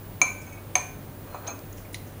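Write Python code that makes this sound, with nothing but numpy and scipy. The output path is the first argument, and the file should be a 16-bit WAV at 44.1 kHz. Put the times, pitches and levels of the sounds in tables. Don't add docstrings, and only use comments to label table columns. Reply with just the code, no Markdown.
import sys
import numpy as np
from scipy import signal
from scipy.fft import rfft, irfft
from scipy.io import wavfile
from scipy.ndimage import uniform_filter1d

SR = 44100
rng = np.random.default_rng(int(sys.argv[2]) if len(sys.argv) > 2 else 0)


def decibels_to_gain(level_db):
    exponent = np.asarray(level_db, float) / 20
    return 10 ** exponent


def transcribe(u):
    v = np.clip(np.atleast_2d(u).T, -1, 1)
    q = np.round(v * 32767).astype(np.int16)
    wavfile.write(sys.argv[1], SR, q)


N = 97020


def ring(modes):
    hz, db, t60 = np.transpose(modes)[:, :, None]
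    t = np.arange(SR // 2) / SR
    partials = decibels_to_gain(db - 60 * t / t60) * np.sin(2 * np.pi * hz * t)
    return partials.sum(0)


def knock(modes, level_db, crack_db, contact_s, thud_db):
    crack_t60, thud_t60, thud_rise_s = 0.052, 0.15, 0.0033
    t = np.arange(SR // 2) / SR
    crack_noise, thud_noise = rng.standard_normal((2, len(t)))
    crack = decibels_to_gain(crack_db - 60 * t / crack_t60) * band(crack_noise, 1370, 8760)
    thud = decibels_to_gain(thud_db - 60 * t / thud_t60) * evened(band(thud_noise, 522, 1300))
    thud *= 1 - np.exp(-t / thud_rise_s)
    contact = 1 - np.exp(-t / contact_s)
    return decibels_to_gain(level_db) * contact * (ring(modes) + crack + thud)


def scrape():
    # (time [s], drag on the glaze [dB], squash of the meat [dB])
    rub = [
        (1.262, -77, -73),
        (1.275, -58, -52),
        (1.31, -63, -52.5),
        (1.343, -52, -47),
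        (1.346, -48.5, -45),
        (1.40, -66, -51),
        (1.46, -51, -44.5),
        (1.49, -38.5, -44),
        (1.56, -77, -53.5),
    ]
    # (frequency [Hz], level [dB], t60 [s])
    rubbed_modes = [(1529, -15, 0.63), (2360, -8, 0.067), (2525, -14, 0.1), (3430, -17, .05),
                    (4160, -7, 0.042), (6170, -7, 0.021), (6780, -17, .1)]
    grains_per_s, spread_db = 1400, 3
    s, drag_db, squash_db = np.transpose(rub)
    t = np.arange(N) / SR
    size = decibels_to_gain(spread_db * np.minimum(rng.exponential(1, N), 4)) * rng.choice([-1., 1.], N)
    grains = evened(size * (rng.random(N) < grains_per_s / SR))
    drive = grains * decibels_to_gain(np.interp(t, s, drag_db, -150, -150))
    rubbed = signal.fftconvolve(drive, ring(rubbed_modes))[:N] / 10
    rustle = evened(band(rng.standard_normal(N) + .5 * grains, 350, 1440))
    return rubbed + decibels_to_gain(np.interp(t, s, squash_db, -150, -150)) * rustle


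def tick(level_db, centre_hz, octaves, t60):
    rise_s, fade_s = 0.00052, 0.02
    t = np.arange(SR // 10) / SR
    hz = np.fft.rfftfreq(len(t), 1 / SR) + 1
    bell = np.exp(-.5 * (np.log2(hz / centre_hz) / octaves) ** 2)
    noise = evened(irfft(rfft(rng.standard_normal(len(t))) * bell, len(t)))
    ends = np.minimum(t / rise_s, 1) * np.minimum((t[-1] - t) / fade_s, 1)
    return decibels_to_gain(level_db - 60 * t / t60) * ends * noise


def kitchen(x):
    # (frequency [Hz], t60 [s])
    room_decay = [(300, 0.63), (1000, 0.51), (2400, 0.48), (6400, 0.38), (12000, 0.65)]
    room_db, gap_s = -6.5, 0.0017
    taps = np.zeros(SR)
    at = np.arange(0, SR - 20, 20)
    taps[at + rng.integers(0, 20, len(at))] = rng.choice([-1., 1.], len(at))
    hz, t, spectrum = signal.stft(taps, SR, nperseg=256)
    decay = decibels_to_gain(-60 * t / read(room_decay, hz)[:, None])
    tail = signal.istft(spectrum * decay, SR, nperseg=256)[1]
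    tail = tail * (1 - np.exp(-np.arange(len(tail)) / SR / gap_s))
    return decibels_to_gain(room_db) * signal.fftconvolve(x, tail / np.linalg.norm(tail))[:N]


def fridge_hum():
    # (frequency [Hz], level [dB], waver width [Hz], waver share [ratio])
    hum_lines = [(99.5, -45.5, 6.6, 0.1), (147, -55.5, 28, 1.3), (274, -60, 17, 2.3), (584, -60.5, 41, 2.2),
                 (39, -53.5, 13, 5), (82, -60.5, 2.9, 1.8)]
    t = np.arange(N) / SR
    hum = np.zeros(N)
    for hz, db, width, share in hum_lines:
        r = np.exp(-np.pi * width / SR)
        noise = rng.standard_normal(N) + 1j * rng.standard_normal(N)
        waver = evened(signal.lfilter([1], [1, -2 * r, r * r], noise))
        line = (1 + share * waver) * np.exp(2j * np.pi * hz * t)
        hum += decibels_to_gain(db) * evened(line.real)
    return hum


def whine():
    # (time [s], level [dB])
    whine_drift = [(0, -51), (.6, -57), (1.1, -55), (1.5, -51.5), (1.9, -57), (2.05, -55), (2.2, -63)]
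    whine_hz, flicker_db, flicker_s = 15389.3, 0.5, 0.018
    t = np.arange(N) / SR
    flicker = evened(uniform_filter1d(rng.standard_normal(N), int(flicker_s * SR) + 1))
    level_db = np.interp(t, *np.transpose(whine_drift)) + flicker_db * flicker
    return decibels_to_gain(level_db) * np.sqrt(2) * np.sin(2 * np.pi * whine_hz * t)


def hiss():
    # (frequency [Hz], density [dB per Hz])
    air_spectrum = [(12, -15), (20, -28), (68, -9.5), (104, -4.5), (193, -10), (277, -10.5), (310, -10),
                    (5530, -38), (16000, -31.5)]
    colour = decibels_to_gain(read(air_spectrum, np.fft.rfftfreq(N, 1 / SR)))
    return decibels_to_gain(-43.5) * evened(irfft(rfft(rng.standard_normal(N)) * colour, N))


def evened(x):
    return x / np.sqrt(np.mean(abs(x) ** 2) + 1e-20)


def read(points, hz):
    f, value = np.transpose(points)
    return np.interp(np.log(hz + 1), np.log(f + 1), value)


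def band(x, lo_hz, hi_hz):
    return signal.sosfilt(signal.butter(3, [lo_hz, hi_hz], "band", fs=SR, output="sos"), x)


def add(mix, s, sound):
    part = mix[round(s * SR):][:len(sound)]
    part += sound[:len(part)]


def scene():
    # (frequency [Hz], level [dB], t60 [s])
    rim_modes = [(740, -29, .15), (1035, -6.5, 0.019), (1229, -21.5, 0.046), (1523, -43, 0.97),
                 (2340, -1.5, 0.064), (2490, -46, 0.47), (2630, -30, 0.021), (4140, -15, 0.025),
                 (6354, -0.5, 0.021), (6340, -33, 0.23), (6820, -12.5, 0.11), (8060, -34, 0.082),
                 (8780, -27, 0.093), (10970, -22.5, 0.037)]
    well_modes = [(735, -15.5, 0.099), (999, -11.5, 0.039), (1523, -45, 0.82), (1810, -16.5, 0.045),
                  (2357, -3, 0.02), (2420, -29, 0.39), (4124, -30, 0.083), (4500, -40, 0.034),
                  (2830, -14.5, 0.02), (6316, 4.5, 0.017), (2265, -13.5, 0.051), (8090, -24, .05),
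                  (8810, -32.5, .12), (11030, -26, 0.063)]
    rocking_modes = [(2253, -3.5, 0.056), (2516, -14, 0.079), (2290, -26, 0.041)]
    tongs_modes = [(713, -7, 0.027), (1124, -1, .03), (1420, -45, .3), (2440, -14, 0.033),
                   (2550, -17.5, 0.23), (4070, -8, 0.037), (6120, 3, 0.022), (6370, 3, 0.06),
                   (6520, -9, 0.13), (6770, -5, 0.056), (8500, -4, 0.011), (10600, -5, 0.013)]
    # (time [s], level [dB], crack [dB], contact [s], thud [dB])
    rim_hits = [
        (.2157, -5, -20.5, 0.00067, -22.5),
    ]
    well_hits = [
        (0.7541, -6, -15, 0.0009, -21.5),
    ]
    rock_hits = [
        (.2705, -19, -30, 0.0025, -28),
        (.342, -44, -30, 0.0031, -34),
        (.405, -38, -30, .004, -30),
        (.467, -32.5, -30, 0.0079, -10),
        (.522, -27.5, -30, 0.01, -30),
        (.572, -33.5, -30, 0.004, -13.5),
    ]
    tap_hits = [
        (1.344, -57, -20, 0.0013, 21.5),
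        (1.474, -26.5, -7, 0.0028, -6),
        (1.501, -40, -7, 0.0017, -12),
    ]
    # (time [s], level [dB], centre [Hz], width [octaves], t60 [s])
    noise_bursts = [(.416, -50, 6740, 0.32, 0.13), (.498, -47, 3300, .35, .005), (.529, -48, 8800, 0.28, 0.026),
                    (1.3455, -29.5, 900, .35, 0.035), (1.591, -41.5, 5000, 0.87, 0.011),
                    (1.7273, -39.5, 6500, 0.11, 0.022), (1.7285, -43, 11100, .15, .012),
                    (1.771, -53.5, 6060, 0.26, 0.24), (1.781, -42.5, 2350, 0.28, 0.024),
                    (1.781, -49, 9900, 0.32, 0.035), (1.849, -54.5, 2280, 0.11, 0.14),
                    (1.929, -46, 8700, 0.61, 0.086), (1.9442, -25.5, 2320, 0.26, 0.013),
                    (1.9444, -27, 3900, 0.084, 0.021), (1.948, -40.5, 4270, 0.63, 0.097),
                    (1.9428, -37, 4460, 0.13, .012), (1.9434, -36.5, 6200, 0.14, 0.025),
                    (1.9435, -31, 10100, .12, .015), (2.067, -57, 6300, 0.16, 0.23),
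                    (.2175, -31.5, 303, 0.65, 0.063),
        (.2162, -34, 12400, 0.32, .015),
        (.46, -55.5, 6440, 0.047, 0.62),
        (.525, -56, 6380, 0.052, 0.27),
        (.7545, -42, 350, 0.56, .08),
        (.7545, -32, 12800, 0.33, .015),
        (1.468, -41, 4300, .5, 0.057),
        (1.53, -39, 313, 0.35, .08),
    ]
    near, ticks = scrape(), np.zeros(N)
    for modes, hits in ((rim_modes, rim_hits), (well_modes, well_hits),
                        (rocking_modes, rock_hits), (tongs_modes, tap_hits)):
        for s, *blow in hits:
            add(near, s, knock(modes, *blow))
    for s, *snap in noise_bursts:
        add(ticks, s, tick(*snap))
    reverberation = kitchen(near + decibels_to_gain(-2) * ticks)
    return (near + ticks + reverberation + fridge_hum() + whine() + hiss())[None]


def roll_off(x):
    return signal.sosfilt(signal.butter(12, 16830, fs=SR, output="sos"), x)


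def record(dry):
    notch_hz, notch_width_hz, notch_depth, edge_hz = 7900, 70, .85, 15750
    hz = np.fft.rfftfreq(N, 1 / SR)
    notch = 1 - notch_depth / (1 + ((hz - notch_hz) / notch_width_hz) ** 2)
    treble_cut = 1 / (1 + (hz / edge_hz) ** 120)
    mix = irfft(rfft(dry) * notch * treble_cut, N)
    return roll_off(mix)


dry = scene()
out = record(dry)
transcribe(out)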